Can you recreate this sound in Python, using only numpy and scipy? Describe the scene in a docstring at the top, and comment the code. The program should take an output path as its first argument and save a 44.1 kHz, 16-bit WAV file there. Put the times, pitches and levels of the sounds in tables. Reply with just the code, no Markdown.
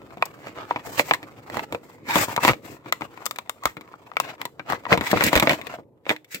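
"""Prying open a plastic blister pack

Hands pry a stiff plastic blister off its card, close to two microphones over a wooden table in a small room.
The shell buckles in snaps: a kick, dense decaying noise and panel notes. Random slips make card and fingers rub,
gliding and wavering sines make a rasp and squeaks, and damped sines are the bumps of pack and table.
A faint decaying-noise echo and a steady rush give the room; the loudest peaks overload the microphones."""
import sys
import numpy as np
from scipy import signal
from scipy.fft import rfft, irfft, next_fast_len
from scipy.io import wavfile
from scipy.ndimage import uniform_filter1d, map_coordinates

SR = 44100
rng = np.random.default_rng(int(sys.argv[2]) if len(sys.argv) > 2 else 0)


def master(y):
    """Save y as 16-bit WAV."""
    cut = np.clip(np.atleast_2d(y).T, -1, 1)
    pcm = np.round(cut * 32767)  # scale
    wavfile.write(sys.argv[1], SR, pcm.astype(np.int16))


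N = 282240  # samples, 6.4 s

# spectrum of the flexing panels: (frequency [Hz], relative level [dB per Hz])
FLEX_SPECTRUM = [(150, -61), (330, -13), (480, -4), (650, 1.5), (790, 1), (970, 2.5), (1300, -0.5),
                 (1650, -9), (2600, -24), (6000, -72)]
# spectrum of the finest, highest crackle: (frequency [Hz], relative level [dB per Hz])
FIZZ_SPECTRUM = [(2500, -29.5), (4800, -1.5), (6000, -3.5), (7700, 2), (9000, -7.5), (10000, -11),
                 (12500, -3.5), (15500, -1.5), (17000, -14.5)]
# low handling noise and light rustle, which fall to near silence after 5.8 s:
# (time [s], low handling level [dB], light rustle level [dB])
RUSTLE_LEVELS = [(0, -44, -53), (.7, -47, -44), (1.05, -48, -50.5), (1.35, -45, -49.5), (1.58, -47.5, -45),
                 (1.85, -48, -61), (2.3, -43, -56), (2.55, -45, -60), (2.79, -51.5, -56.5),
                 (3.05, -48, -50), (3.45, -53.5, -57), (4.1, -53, -53), (4.58, -50.5, -59),
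                 (5.02, -42.5, -37), (5.6, -44, -42.5), (5.78, -47.5, -51), (5.85, -52, -77.5),
                 (6.3, -66, -75), (6.4, -50, -70)]


def amp(db):
    """Decibels to amplitude."""
    return 10 ** (np.asarray(db) / 20)


def unit(x):
    """Scale to rms 1."""
    return x / np.sqrt(np.mean(x ** 2) + 1e-20)


def along(points, hz):
    """Interpolate (Hz, value) points on a log frequency axis."""
    f, v = np.transpose(points)
    return np.interp(np.log(hz + 1), np.log(f + 1), v)


def wobble(rate):
    """A smooth random curve, rate knots a second."""
    knots = rng.standard_normal(int(N * rate / SR) + 4)
    return map_coordinates(knots, [np.arange(N) * rate / SR])


def filtered(x, response):
    """x times a response of frequency."""
    m = next_fast_len(N + SR // 4)
    return irfft(rfft(x, m) * response(np.fft.rfftfreq(m, 1 / SR)), m)[..., :N]


def causal(gain):
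    """The minimum-phase response with this gain: it rings only after it is struck."""
    cepstrum = irfft(np.log(np.maximum(gain, 1e-6)))
    half = len(cepstrum) // 2
    return np.exp(rfft(np.r_[cepstrum[0], 2 * cepstrum[1:half], np.zeros(half)]))


def resonance(hz, centre_hz, q):
    """One damped mode, gain 1 at its centre."""
    damping = 1j * hz * centre_hz / q
    return damping / (centre_hz ** 2 - hz ** 2 + damping)


def microphone_pair(pair, hz):
    """Two unrelated spectra become left and right, less alike in the treble."""
    # how alike the two microphones hear the sound: (frequency [Hz], likeness [0 to 1])
    likeness = [(100, 0.83), (500, 0.84), (1200, 0.46), (3000, 0.06), (12000, 0.14)]
    turn = np.arccos(np.clip(along(likeness, hz), 0, 1)) / 2
    mid, side = pair[0] * np.cos(turn), pair[1] * np.sin(turn)
    return np.array([mid + side, mid - side])


def panned(x, pan_db):
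    """Lean left by pan_db at equal power."""
    gains = amp(np.array([[.5], [-.5]]) * pan_db)
    return x * gains / np.sqrt(np.mean(gains ** 2, axis=0))


def snaps(size=8192):
    """A panel flips with one broad kick, then the shell's dense modes and the panel's own notes die away."""
    # snaps and knocks of the shell, the three voices after the pitch relative to the strength of the flex:
    # (time [s], strength [dB], panel pitch [Hz], thud [dB], crack [dB], fizz [dB], lean to the left [dB])
    snap_rows = [(.171, -38, 724, -0.5, -11.5, -23, 2), (.224, -14.5, 1045, -42, -3.5, -26, 0),
                 (.255, -47, 830, -8, -4, 11, 0), (.709, -16.5, 970, -22, -14, -56, 0.5),
                 (.76, -25, 1020, -6.5, -3, -35, 0.5), (.871, -34.5, 483, -1.5, -17.5, -18, 10),
                 (.994, -21, 664, -17, 6, -8, -2), (.996, -15.5, 590, -13, -7, -23, 0.5),
                 (1.11, -13, 905, -15.5, -0.5, -34, 1), (1.136, -29, 1110, -29, 10.5, -4, -0.5),
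                 (1.144, -31.5, 1010, -11, 4.5, -7, 0), (1.229, -47, 840, 9.5, 9, -6.5, -0.5),
                 (1.499, -35, 600, -8, -1.5, -14.5, -3), (1.543, -30.5, 970, -9, -9, -18, -1),
                 (1.569, -23, 840, -6.5, -6.5, -17, -5), (1.593, -27.5, 910, -21, 0.5, -24, -2),
                 (1.724, -28.5, 516, -10, -4, -13, 2), (1.747, -24.5, 534, -14, -7.5, -26, 2),
                 (2.088, -34.5, 950, 0, -6, -9, 8), (2.156, -15.5, 1120, -4, -3.5, -11, 3),
                 (2.163, -17.5, 595, -6.5, -23, -13, 1), (2.283, -28.5, 960, -4, -20, -18, 2),
                 (2.363, -26, 1050, -15, 2, -5, 1.5), (2.377, -16.5, 1040, -12, -12.5, -33, 3.5),
                 (2.434, -21, 1060, -8, -14, -12, 1), (2.449, -12.5, 925, -7.5, -4.5, -13.5, 0.5),
                 (2.479, -14.5, 1040, -5, -1, -14, 0), (2.488, -23, 1040, -6, 5.5, -27, 15),
                 (2.494, -18, 1300, 1.5, 1, -36, 0.5), (2.533, -31, 716, -14, 1, -24, 1),
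                 (2.86, -38.5, 1140, -1, -6, -29, 4), (2.924, -19.5, 1280, -26.5, 2.5, -8, 1.5),
                 (3.009, -32, 1250, -6, -10, -17, 9), (3.019, -28.5, 770, -14, -1.5, -30, 4),
                 (3.175, -39, 1070, -13, -5, -26, 7), (3.256, -34.5, 1190, -9, -3, 6, 22),
                 (3.263, -27.5, 1240, -21, -0.5, 2, 2), (3.31, -30.5, 1230, -25, -1.5, -3.5, 2.5),
                 (3.36, -46, 1500, -13, 7.5, 0.5, 3), (3.386, -29, 1120, -21, -1, -8.5, 2.5),
                 (3.495, -28, 1180, -30, -0.5, -2.5, 4), (3.636, -33.5, 1150, -24, -4.5, -11, 3),
                 (3.655, -15.5, 1274, -17, -5.5, -9, 0.5), (3.768, -37.5, 1320, 2, 1, -16, 3),
                 (3.81, -45, 1210, -1, 2.5, -7.5, 3), (3.939, -37.5, 1190, -17, -20, -36, 5),
                 (4.116, -35.5, 1360, -38, -9.5, -46, 8), (4.168, -20, 1320, -31, 1, -20.5, 4.5),
                 (4.2, -17.5, 1056, -33, -6.5, -8, 2.5), (4.415, -34, 980, -40, 5.5, -5.5, 1),
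                 (4.453, -29, 940, -8, -1, -6, 2), (4.595, -31.5, 1550, -7.5, -2, -29, 5),
                 (4.7, -23, 1210, -11, -8, -17.5, 7.5), (4.722, -21, 835, -17, -5.5, -20.5, 1.5),
                 (4.732, -21.5, 1210, -10.5, -12, -28, 9), (4.853, -30, 1190, -23.5, -3, -42, 4),
                 (4.865, -26.5, 990, -13, -9.5, -38, 6), (4.921, -13.5, 1110, -3.5, -8, -31.5, 2),
                 (4.927, -17.5, 470, -12.5, 6, -21, 5.5), (4.936, -16.5, 490, -4.5, -12, -35, 13.5),
                 (4.975, -22, 1000, -1.5, -3, -17, 2), (5.01, -27, 1480, 2.5, 2, -12.5, 4),
                 (5.114, -33.5, 1500, 4.5, 11.5, 5.5, 0.5), (5.13, -13.5, 585, -1, -23.5, -45, 5.5),
                 (5.139, -18.5, 710, -5, -22, -33, -4), (5.159, -34.5, 560, 12, 3, -20, -2),
                 (5.172, -21, 1570, -10.5, -5.5, -22, 10), (5.208, -20, 1460, -4.5, 4, -16.5, 4),
                 (5.222, -20.5, 1040, -9, -2, -24.5, -8), (5.238, -29.5, 487, 7.5, 10.5, 11, -0.5),
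                 (5.264, -30, 482, 11.5, 7, 6, -2), (5.33, -14, 568, -6, -5, -16.5, 6),
                 (5.354, -18.5, 1460, -3.5, 3, -7, -1), (5.362, -18.5, 626, 1, 0.5, -8, -1),
                 (5.375, -20, 550, -5.5, 2, -9.5, -2), (5.398, -23.5, 1030, -7, 7, 0, 0.5),
                 (5.425, -16, 580, -2, -3, -18, 1), (5.472, -14.5, 554, -8, -1, -27, 0),
                 (5.494, -21.5, 580, -3, 7.5, -8.5, -1.5), (5.507, -21.5, 600, -0.5, 0, -30, 2),
                 (5.521, -28.5, 600, 0.5, 0, -25, 2), (5.532, -29, 890, 2.5, 3.5, -10, 1),
                 (5.614, -50.5, 1400, 3, 17.5, 1.5, 8), (5.669, -35.5, 480, -20, 3, -9.5, 15),
                 (5.786, -40, 700, 3, -30, -42, 0), (6.054, -54, 520, 0, 9.5, -11, -5),
                 (6.065, -32.5, 563, -8, -4.5, -33, 1), (6.093, -27.5, 505, -4, 11, -7.5, -1.5),
                 (6.103, -26, 490, 0.5, 8.5, -20, -1.5), (6.112, -22, 488, -8.5, -8, -22, -1),
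                 (6.163, -50.5, 520, -20, 14.5, -3, 1), (6.245, -68.5, 500, -4, 18.5, 12, 0),
                 (6.345, -51.5, 490, 15, 22, 19, 0.5)]
    # modes of the whole blister, common to every snap: (frequency [Hz], Q, level [dB])
    shell_modes = [(308, 39, -2.5), (480, 24, -3.5), (573, 48, -13.5), (951, 28, -8.5), (1913, 44, -3),
                   (3500, 24, -3)]
    # spectrum of the deep knock: (frequency [Hz], relative level [dB per Hz])
    thud_spectrum = [(20, -39), (60, -17.5), (130, -3.5), (300, 0), (400, -7.5), (560, -6.5), (1200, -56.5)]
    # spectrum of the sharp crack: (frequency [Hz], relative level [dB per Hz])
    crack_spectrum = [(600, -28.5), (1300, -8.5), (1750, 3), (2200, 0.5), (2600, 2.5), (3000, -3),
                      (4000, -14), (5300, -18), (7000, -25.5), (12000, -59.5)]

    out = np.zeros((2, N + size))
    t, hz = np.arange(size) / SR, np.fft.rfftfreq(size, 1 / SR)
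    shell = 1 + sum(amp(db) * resonance(hz, mode_hz, q) for mode_hz, q, db in shell_modes)
    spectra = (thud_spectrum, FLEX_SPECTRUM, crack_spectrum, FIZZ_SPECTRUM)
    thud, flex, crack, fizz = (shell * causal(amp(along(points, hz))) for points in spectra)

    def burst(colour, note, t60, kick):
        """One voice of a snap; kick weighs the first jolt against the ringing."""
        decay = amp(-60 * t / t60) + amp(-25 - 60 * t / .075)
        fade = decay * (1 - np.exp(-t / .0005))
        modes = microphone_pair(rfft(unit(rng.standard_normal((2, size)) * fade)), hz)
        jolt = np.sqrt(size) * np.exp(-2j * np.pi * hz * .0005)  # a pulse at 0.5 ms
        ring = unit(irfft((modes + .8 * kick * jolt) * colour * note))
        wave = ring + .6 * kick * unit(irfft(jolt * colour))
        # each side has the energy of rms 1 over 10 ms
        return wave * np.sqrt(SR / 100 / np.sum(wave ** 2, axis=1, keepdims=True))

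    for s, flex_db, pitch_hz, thud_db, crack_db, fizz_db, pan_db in list(snap_rows) + ticks():
        # the more of the shell a snap moves (its thud), the longer it rings: doubled every 20 dB
        t60 = min(0.087 * 2 ** (thud_db / 20), 0.12)
        # a blunt snap rings the wide rim, a sharp one the narrow edge;
        # both ring alike where fizz minus crack is -18 dB
        rim_hz, edge_hz = np.array([2183, 3980]) * np.exp(0.077 * rng.standard_normal(2))
        edge_db = 0.68 * (fizz_db - crack_db + 18)
        edge = amp(edge_db) * resonance(hz, edge_hz, q=7.9)
        panel = 0.11 + resonance(hz, pitch_hz, q=6)
        rim = 0.22 + resonance(hz, rim_hz, q=10) + edge
        # the higher the voice, the sooner it dies
        low = amp(thud_db) * burst(thud, 1, t60 * 1.2, kick=.6)
        low += burst(flex, panel, t60 * .85, kick=.9)
        low += amp(crack_db) * burst(crack, rim, t60 * .55, kick=.7)
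        high = amp(fizz_db) * burst(fizz, 1, t60 * .3, kick=.2)
        # the hand shades the treble most
        both = amp(-0.83) * panned(low, pan_db) + panned(high, 3.3 * pan_db + 5.0)
        out[:, round(s * SR):][:, :size] += amp(flex_db) * both
    return out[:, :N]


def ticks(count=36):
    """Faint ticks of the flexing shell at random moments, following the rustle's level; rows as for snaps."""
    s, _, rustle_db = np.transpose(RUSTLE_LEVELS)
    times = rng.uniform(0, N / SR - .01, count)
    chance = np.clip(rng.standard_normal((count, 3)), -2, 2)
    rows = []
    for t, (size, pitch, side) in zip(times, chance):
        strength_db = np.interp(t, s, rustle_db) + 4 + 0.5 * size
        pitch_hz = 960 * np.exp(.25 * pitch)
        rows.append((t, strength_db, pitch_hz, -9.5, -3, -20.5, 3 * side))  # thud, crack, fizz, lean
    return rows


def rubbing():
    """Card tears off the flange and fingers drag over the plastic: random slips sound broad spectra."""
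    # spectrum of the hands moving the pack: (frequency [Hz], relative level [dB per Hz])
    handling_spectrum = [(20, -31), (60, -10.5), (120, 3), (190, -4), (300, 2), (400, -1), (560, -3),
                         (1200, -65.5)]
    # spectrum of scraped card and plastic: (frequency [Hz], relative level [dB per Hz])
    scrape_spectrum = [(600, -32.5), (1300, -9), (1750, 0), (2200, 0.5), (2600, -2.5), (3050, -7),
                       (4200, -11), (5300, -16.5), (7000, -21), (12000, -57.5)]

    handling_db, flex_db, scrape_db, fizz_db, pan_db = effort()
    catch_db = 3.3 * wobble(70)  # the grip sticks and gives
    crinkle = slips(rate=70, spread_db=3.5)
    low = amp(handling_db - 3.5) * grains(handling_spectrum, rate=150, spread_db=2.0, smooth=0.98)
    # each small crinkle sounds in all the upper voices at once
    creak = grains(FLEX_SPECTRUM, rate=400, spread_db=5, smooth=.5, crinkle=.7 * crinkle)
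    creak = patchy(creak, depth_db=3.5)
    scrape = grains(scrape_spectrum, rate=800, spread_db=4.5, smooth=.7, crinkle=.65 * crinkle)
    scrape = patchy(scrape, depth_db=3.2)
    fibres = grains(FIZZ_SPECTRUM, rate=2000, spread_db=4, smooth=1.1, crinkle=.2 * crinkle)
    body = amp(flex_db + catch_db - 2.24) * creak + amp(scrape_db + catch_db + 1.5) * scrape
    high = amp(fizz_db + catch_db - 3.34) * fibres
    return low + panned(body, pan_db) + panned(high, 1.3 * pan_db + 5.5)


def effort():
    """Levels (handling, flex, scrape, fizz) and lean in dB: slowly changing handling and rustle plus strokes."""
    # pulls on the card and drags of the fingers, the three voices after the strength relative to it:
    # (time [s], length [s], strength [dB], shake [dB], scrape [dB], fizz [dB], lean to the left [dB])
    stroke_rows = [(.25, 0.034, -50.5, -2, -8, -13, 1), (0.447, .06, -42, -3, -5.5, -16, -2.5),
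                   (0.577, 0.059, -34.5, -5.5, -12, -34, -1.5), (0.702, 0.11, -45, -4, -5, -16.5, 1),
                   (0.865, 0.096, -40, -0.5, -7.5, -2, -2), (0.987, 0.013, -28, -5, 0.5, -1.5, -4.5),
                   (1.021, 0.13, -42, 0, -1.5, -2.5, 0.5), (1.526, 0.11, -38.5, 1, -5, -10.5, 0.5),
                   (1.732, 0.016, -37.5, 6.5, -13, -12, -11), (1.837, 0.12, -53.5, -4, -6.5, -5, -0.5),
                   (2.084, 0.066, -31, -6, -0.5, -5.5, 0), (2.154, 0.074, -24.5, -3.5, -3, 0, 1.5),
                   (2.29, 0.045, -31.5, -5.5, -6, -6.5, 2.5), (2.434, 0.06, -21.5, -8, -4, -6.5, 0.5),
                   (2.48, .027, -23.5, -22, -7, -16, -1), (2.646, 0.099, -44, 1.5, -7, -5.5, 3.5),
                   (2.867, .025, -44, 2, -7.5, -17, 3), (3.026, 0.019, -39.5, 2, -8.5, -13.5, 3),
                   (3.152, 0.094, -46, -14, -8.5, -14.5, 5), (3.659, 0.011, -35, -6, -3, -6, 1),
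                   (4.202, 0.11, -39, -4.5, -5, -15, 3), (4.407, 0.031, -43, -4, -9, -18, 5),
                   (4.692, 0.053, -27.5, -8.5, -11.5, -20.5, 1), (4.921, 0.015, -17, -6.5, -7.5, -18.5, 0),
                   (5.05, 0.056, -37.5, -8.5, 3.5, 0.5, 4), (5.139, 0.09, -28.5, -9, -3, -11, 1.5),
                   (5.242, .04, -32, 1.5, 6, 2.5, 1.5), (5.336, 0.041, -23.5, -8.5, -5.5, -11, -2.5),
                   (5.429, 0.01, -21.5, -3.5, -9.5, -11.5, -2.5), (5.495, 0.051, -29, -19, -3, -8, 0),
                   (5.666, 0.08, -36, -10, -9, -18, 1), (6.101, 0.01, -31, -25, -5, -9.5, 4.5),
                   (6.336, 0.025, -62.5, -4, 24.5, 26, -3)]
    attack_s, release_s = 0.013, 0.017  # time constants before and after each stroke

    t = np.arange(N) / SR
    s, *columns = np.transpose(RUSTLE_LEVELS)
    handling, rustle = (amp(np.interp(t, s, c)) ** 2 for c in columns)
    # scrape and fizz lie below the light rustle
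    power = np.array([handling, rustle, rustle * amp(-10.5) ** 2, rustle * amp(-14) ** 2])
    lean = np.zeros(N)
    for start, length, db, shake_db, scrape_db, fizz_db, pan_db in stroke_rows:
        # each stroke swells, holds and dies away
        away = np.maximum((start - t) / attack_s, (t - start - length) / release_s)
        near = away < 10
        stroke = (amp(db) * np.exp(-np.maximum(away[near], 0))) ** 2
        power[:, near] += amp([[shake_db], [0], [scrape_db], [fizz_db]]) ** 2 * stroke
        lean[near] += pan_db * stroke
    return *(10 * np.log10(power)), lean / power[1]


def slips(rate, spread_db):
    """Kicks of random size at random moments, rate a second on average, rms 1."""
    signs = (rng.random((2, N)) < rate / SR) * rng.choice([-1, 1], (2, N))
    return unit(signs * amp(spread_db * np.clip(rng.standard_normal((2, N)), -2, 2)))


def grains(colour, rate, spread_db, smooth, crinkle=0):
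    """Tiny slips over a smooth rub of noise, coloured by a spectrum, rms 1."""
    drive = slips(rate, spread_db) + smooth * rng.standard_normal((2, N)) + crinkle
    hz = np.fft.rfftfreq(N, 1 / SR)
    spectra = microphone_pair(rfft(drive), hz)
    return unit(irfft(spectra * causal(amp(along(colour, hz))), N))


def patchy(x, depth_db):
    """The shell's resonances shift as it bends: random patches of time and pitch swell or fade."""
    z = signal.stft(x, nperseg=1024)[2]
    field = uniform_filter1d(rng.standard_normal(z.shape[1:]), size=4, axis=0)
    field = uniform_filter1d(field, size=7, axis=1)
    return unit(signal.istft(z * amp(depth_db * unit(field)), nperseg=1024)[1][:, :N])


def zipping():
    """A strip of card zips off the flange: nearly regular slips blur into a thin rising rasp."""
    # the strip slips faster and faster: (time [s], slip rate [Hz], level [dB])
    zip_path = [(2.17, 6600, -60), (2.19, 6700, -29), (2.21, 7100, -42), (2.231, 8000, -32.5),
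                (2.25, 8300, -76)]
    s, hz, db = np.transpose(zip_path)
    t = np.arange(N) / SR
    rate = np.interp(t, s, hz) * (1 + 0.039 * np.array([wobble(2500), wobble(2500)]))
    level = amp(np.interp(t, s, db, left=-120, right=-120))
    return level * np.sin(2 * np.pi * np.cumsum(rate, axis=1) / SR)


def squeaking():
    """Plastic sticks and slips at a panel's own note: a short wavering sine that swells and fades."""
    # squeaks: (time [s], length [s], pitch [Hz], level [dB])
    squeak_rows = [(2.086, 0.044, 950, -24.5), (3.621, 0.031, 1130, -35)]
    out = np.zeros(N)
    for s, length, hz, db in squeak_rows:
        size = round(length * SR)
        pitch = hz * (1 + .06 * wobble(300)[:size])
        swell = np.sqrt(2) * np.sin(np.pi * np.arange(size) / size)
        out[round(s * SR):][:size] += amp(db) * swell * np.sin(2 * np.pi * np.cumsum(pitch) / SR)
    return out


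def bumps():
    """The hands bump the pack and the table: soft, deep damped sines that last a few cycles."""
    # bumps: (time [s], relative level [dB], frequency [Hz])
    bump_rows = [(2.497, -18.5, 112), (2.504, -30, 58), (3.656, -31.5, 62.4), (4.924, -24, 75),
                 (4.984, -26, 86), (5.155, -19, 106), (5.241, -21, 116.2), (5.358, -13.5, 62.4)]
    out, t = np.zeros(N + SR), np.arange(SR // 4) / SR
    for s, db, hz in bump_rows:
        envelope = amp(db + 6.5 - 60 * t / 0.085) * (1 - np.exp(-t / 0.013))
        out[round(s * SR):][:len(t)] += envelope * np.sin(2 * np.pi * hz * t)
    return panned(out[:N], pan_db=10.0)


def room(x):
    """The walls' answer: a tail of decaying noise 4.6 ms behind the pack."""
    # decay of the small room: (frequency [Hz], time to fall 60 dB [s])
    decay_times = [(150, 0.35), (1500, 0.16), (12000, 0.31)]
    hz, t, z = signal.stft(rng.standard_normal((2, SR // 3)), SR, nperseg=256)
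    fade = amp(-60 * t / along(decay_times, hz)[:, None])
    tail = signal.istft(z * fade, SR, nperseg=256)[1]
    tail = np.pad(tail, ((0, 0), (round(0.0046 * SR), 0)))
    return signal.fftconvolve(x, tail / np.linalg.norm(tail[0]), axes=1)[:, :N]


def room_tone():
    """The still room's faint rush: steady coloured noise."""
    # spectrum of the still room: (frequency [Hz], relative level [dB per Hz])
    tone_spectrum = [(18, -53.5), (30, -48), (121, 0), (239, -22), (437, -3), (760, -16.5), (889, -12.5),
                     (1670, -43), (4300, -53.5), (14800, -42), (16000, -66.5)]
    return amp(-63) * grains(tone_spectrum, rate=500, spread_db=0.5, smooth=6.8)


def scene():
    """The pack close to the two microphones, the room's answer, the bumps and the still room."""
    pack = snaps() + rubbing() + zipping() + squeaking()
    # the left microphone hears the pack 0.17 ms before the right one
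    sides = np.array([[1], [-1]])
    pack = filtered(pack, lambda hz: np.exp(1j * np.pi * hz * .00017 * sides))
    return pack + amp(-21) * room(pack) + bumps() + room_tone()


def record(dry):
    """The microphones clip at full scale, then a steep low-pass takes off the top."""
    top_hz = 16050
    clipped = np.clip(dry, -1, 1)
    return filtered(clipped, lambda hz: 1 / (1 + (hz / top_hz) ** 120))


dry = scene()
out = record(dry)
master(out)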